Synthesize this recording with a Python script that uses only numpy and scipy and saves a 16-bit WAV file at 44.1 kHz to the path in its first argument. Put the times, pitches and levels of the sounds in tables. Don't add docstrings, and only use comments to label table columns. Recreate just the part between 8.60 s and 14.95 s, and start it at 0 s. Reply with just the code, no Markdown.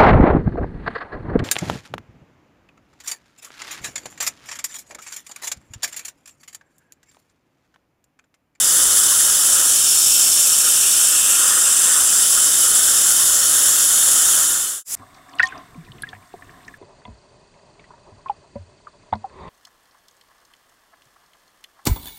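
import sys
import numpy as np
from scipy import signal
from scipy.fft import rfft, irfft, next_fast_len
from scipy.io import wavfile
from scipy.ndimage import uniform_filter1d

SR = 44100
rng = np.random.default_rng(int(sys.argv[2]) if len(sys.argv) > 2 else 0)


def pcm_store(signal):
    levels = np.round(np.clip(np.atleast_2d(signal), -1, 1) * 32767)
    wavfile.write(sys.argv[1], SR, levels.astype(np.int16).T)


N = 280120


def from_db(db):
    return 10 ** (np.asarray(db) / 20)


def rms_one(x):
    return x / np.sqrt(np.mean(x ** 2) + 1e-20)


def drift(rate):
    step, settle = 40, 2000
    pole = np.exp(-2 * step * np.pi * rate / SR)
    noise = rng.standard_normal(N // step + settle + 2)
    slow = signal.lfilter([1], [1, -2 * pole, pole * pole], noise)[settle:]
    return np.interp(np.arange(N) / step, np.arange(len(slow)), rms_one(slow))


def coloured(spectrum):
    hz, db = np.transpose(spectrum)
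    size = next_fast_len(N)
    bin_hz = np.maximum(np.arange(size // 2 + 1) * SR / size, 1)
    gain = from_db(np.interp(np.log(bin_hz), np.log(hz), db))
    return rms_one(irfft(rfft(rng.standard_normal(size)) * gain, size)[:N])


def resonate(modes, flicker_db):
    out = np.zeros(N)
    for hz, width, db in modes:
        edges_hz = [max(hz - width / 2, 20), hz + width / 2]
        band = signal.butter(2, edges_hz, "band", fs=SR, output="sos")
        strength = from_db(db + flicker_db * drift(14.3))
        out += strength * signal.sosfilt(band, rng.standard_normal(N))
    return rms_one(out)


def glide(x, shift_hz):
    analytic = signal.hilbert(x, next_fast_len(N))[:N]
    return np.real(analytic * np.exp(2j * np.pi * np.cumsum(shift_hz) / SR))


# time in seconds, share of the way from 0 to 1.
TIP_SLIDE = [(0, 0), (.65, 0.01), (.95, 0.4), (1.5, .35), (2.6, 1), (3.4, .85), (3.65, .08), (5.0, .1),
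             (5.85, .45)]
# time in seconds, narrowness of the gap from 0 to 1.
GAP_NARROWNESS = [(0, 0.2), (.3, 0.27), (1.02, 0.38), (1.2, .8), (1.5, 0.95), (1.75, 0.88), (2.05, 0.55),
                  (2.35, .48), (2.8, 0.04), (3.35, 0), (3.65, 0.35), (4.05, .22), (5.0, .25), (5.85, 0)]
# time in seconds, tilt from -1 to 1.
TIP_TILT = [(0, -.3), (2.2, 0.18), (2.8, 0.069), (3.25, -.8), (3.6, -.75), (4.3, 0.036), (5.8, 0.96)]

def tip_pose():
    t = np.arange(N) / SR
    return np.array([np.interp(t, *np.transpose(path)) for path in (TIP_SLIDE, GAP_NARROWNESS, TIP_TILT)])


def follow(pose, law):
    return law[0] + np.dot(law[1:], pose)


# pitch in Hz, width in Hz, relative level in dB.
JET_MODES = [(6355, 560, -7.5), (6910, 470, -6.5), (7370, 490, -0.5), (7920, 370, -2), (8330, 300, -7.5),
             (8620, 440, -2.5), (9123, 540, -3.5)]
JET_DB, JET_SHIFT_HZ = (-15.5, 0.5, -0.34, -0.84), (10, 30, -85, -50)

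def jet(pose):
    level_db = follow(pose, JET_DB) + 0.3 * drift(rate=25)
    hiss = resonate(JET_MODES, flicker_db=0.5)
    return from_db(level_db) * glide(hiss, follow(pose, JET_SHIFT_HZ))


# pitch in Hz, width in Hz, relative level in dB.
MOUTH_MODES = [(338.5, 92, -11.5), (537, 104, -10.5), (727, 57, -12), (860, 74, -11), (1120, 210, -5.5),
               (1265, 29, .5), (1332, 51, 0.5), (1408.5, 63, 2), (1494, 110, -1.5), (1614, 89, -2.5),
               (1776, 222, -5)]
# peak time in seconds, half length in seconds, rise in dB.
MOUTH_SWELLS = [(1.005, 0.089, 4), (2.055, 0.038, 4.5), (2.92, .15, 3), (3.34, 0.078, 2.2),
                (3.78, 0.022, 4.5), (5.08, .1, 2)]
MOUTH_DB = (-30, -1.5, -8, -0.1)

def mouth_ring(pose):
    t = np.arange(N) / SR
    swell_db = sum(db * np.exp(-((t - peak_s) / half_s) ** 2) for peak_s, half_s, db in MOUTH_SWELLS)
    level_db = follow(pose, MOUTH_DB) + swell_db + 0.9 * drift(rate=20)
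    return from_db(level_db) * resonate(MOUTH_MODES, flicker_db=1.4)


# pitch in Hz, width in Hz, relative level in dB.
BORE_MODES = [(3035, 202, 0.5), (3398, 300, -0.5), (3655, 203, -0.5), (4090, 64, -6)]
RIM_MODES = [(4308, 97, -11.5), (4505, 100, -12.5), (9960, 630, -3.5), (10680, 780, -0.5),
             (11260, 560, -9.5), (12080, 340, -9)]
SPRAY_MODES = [(13300, 460, 0), (13950, 500, 0), (14600, 700, -2), (15300, 900, -1)]
BORE_DB, RIM_DB, SPRAY_DB = (-29.5, -1.0, 0, 0.5), (-18, -3.5, -0.3, 0.2), (-30, -5, 1.5, 0.1)

def tip_ring(pose):
    bore = from_db(follow(pose, BORE_DB)) * resonate(BORE_MODES, flicker_db=1.0)
    rim = from_db(follow(pose, RIM_DB)) * resonate(RIM_MODES, flicker_db=0.94)
    spray = from_db(follow(pose, SPRAY_DB)) * resonate(SPRAY_MODES, flicker_db=0.0)
    return bore + rim + spray


# frequency in Hz, relative level in dB.
RUSH_SPECTRUM = [(20, -13), (45, -3.5), (100, -5), (200, -4), (245, -4), (300, -3), (450, -4.5),
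                 (620, -4.5), (800, -5.5), (1200, -6.5), (2200, -2.5), (4200, -3), (7000, 2), (16000, -6)]
RUSH_DB = (-25, -2.3, -0.5, 0)

def rush(pose):
    return from_db(follow(pose, RUSH_DB)) * coloured(RUSH_SPECTRUM)


# pitch in Hz, width in Hz, relative level in dB.
LEAK_MODES = [(4984, 280, -0.51), (5175, 140, 1.3), (6093, 160, 2)]
HOLLOW_DB, LEAK_DB = (-48, 13, 6.5, -1), (-30, -1.3, 3, -2.5)
LOW_WHISTLE_HZ, LOW_WHISTLE_DB = (5596, -20, -150, -20), (-30, -0.2, 8, 0.5)
HIGH_WHISTLE_HZ, HIGH_WHISTLE_DB = (12400, 30, 340, -110), (-31.2, 2.2, 3, 3)

def cheek_gap(pose):
    hollow = from_db(follow(pose, HOLLOW_DB)) * resonate([(2740, 330, 0)], flicker_db=2.5)
    leak = from_db(follow(pose, LEAK_DB)) * resonate(LEAK_MODES, flicker_db=2.1)
    low = whistle(pose, LOW_WHISTLE_HZ, LOW_WHISTLE_DB, width_hz=390)
    high = whistle(pose, HIGH_WHISTLE_HZ, HIGH_WHISTLE_DB, width_hz=480)
    return hollow + leak + low + high


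def whistle(pose, pitch_law, level_law, width_hz):
    rest_hz = pitch_law[0]
    band = resonate([(rest_hz, width_hz, 0)], flicker_db=1.23)
    return from_db(follow(pose, level_law)) * glide(band, follow(pose, pitch_law) - rest_hz)


# width in Hz, law of the pitch in Hz, law of the gain in dB.
PATH_NULLS = [ (400, (2480, -260, -480, 15), (-5.5, 5, -4, -0.5)), (520, (4320, -60, 40, 30),
              (-1.84, 1, 4.5, 1)), (198, (5338, -30, -230, 150), (-2.5, -.9, -2, -.5)),
              (300, (6788, -60, 150, 110), (-0.5, -5, 3, 5.5)), (230, (8310, -230, -30, 100),
              (-12.5, 12.5, 3.5, -2)), (300, (9660, -60, 120, 20), (-3, 3.5, 0.5, 4.5)),
              (380, (11890, -400, -100, -150), (-8.5, 0, 4, 2)), (330, (13480, 150, 60, -20),
              (-1, 0, .5, -.3)), ]

def interference(x, pose):
    for width_hz, pitch_law, gain_law in PATH_NULLS:
        carrier = np.exp(2j * np.pi * np.cumsum(follow(pose, pitch_law)) / SR)
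        pole = np.exp(-np.pi * width_hz / SR)
        band = 2 * np.real(carrier * signal.lfilter([1 - pole], [1, -pole], x / carrier))
        x = x - (1 - from_db(follow(pose, gain_law))) * band
    return x


def sputter(slow_db, fast_db):
    return from_db(slow_db * drift(rate=31) + fast_db * drift(rate=210))


# delay in seconds, signed gain.
NEAR_ECHOES = [(.00159, .07), (.00322, .07), (.00757, -.07), (.00787, .09), (.00841, -.07), (.00887, -.07)]

def surroundings(x, cutoff_hz=6800):
    n = np.arange(N)
    dull = signal.sosfilt(signal.butter(1, cutoff_hz, fs=SR, output="sos"), x)
    return x + sum(gain * np.interp(n - round(delay * SR), n, dull, left=0) for delay, gain in NEAR_ECHOES)


# frequency in Hz, relative level in dB.
THIN_SPECTRUM = [(30, -19), (500, -21), (1700, -17.5), (4400, -16.5), (4900, -7), (6200, -6), (7300, 0.5),
                 (8500, -6), (10000, -1), (11200, -7), (13000, -7), (15700, -15)]

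def thin_hiss():
    return from_db(-22.0) * coloured(THIN_SPECTRUM)


FADE_OUT_END_S, FADE_OUT_LENGTH_S = 6.22, 0.49
FADE_IN_START_S, FADE_IN_LENGTH_S = 6.261, 0.09

def fader(travel, curve, ease_s=0.034, closed_db=-62):
    gain = np.clip(travel, 0, 1) ** curve
    return uniform_filter1d(gain, round(ease_s * SR) + 1, mode="nearest") + from_db(closed_db)


def scene():
    t = np.arange(N) / SR
    pose = tip_pose()
    suction = jet(pose) + mouth_ring(pose) + tip_ring(pose) + rush(pose) + cheek_gap(pose)
    stream = interference(suction, pose) * sputter(slow_db=0.41, fast_db=0.53)
    fade_out = fader((FADE_OUT_END_S - t) / FADE_OUT_LENGTH_S, curve=0.72)
    fade_in = fader((t - FADE_IN_START_S) / FADE_IN_LENGTH_S, curve=1)
    return (surroundings(stream) * fade_out + thin_hiss() * fade_in)[None]


CUTOFF_HZ = 15780

def record(dry):
    clipped = np.clip(dry, -.8, .8)
    return signal.sosfilt(signal.ellip(14, .1, 90, CUTOFF_HZ, fs=SR, output="sos"), clipped)


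dry = scene()
out = record(dry)
pcm_store(out)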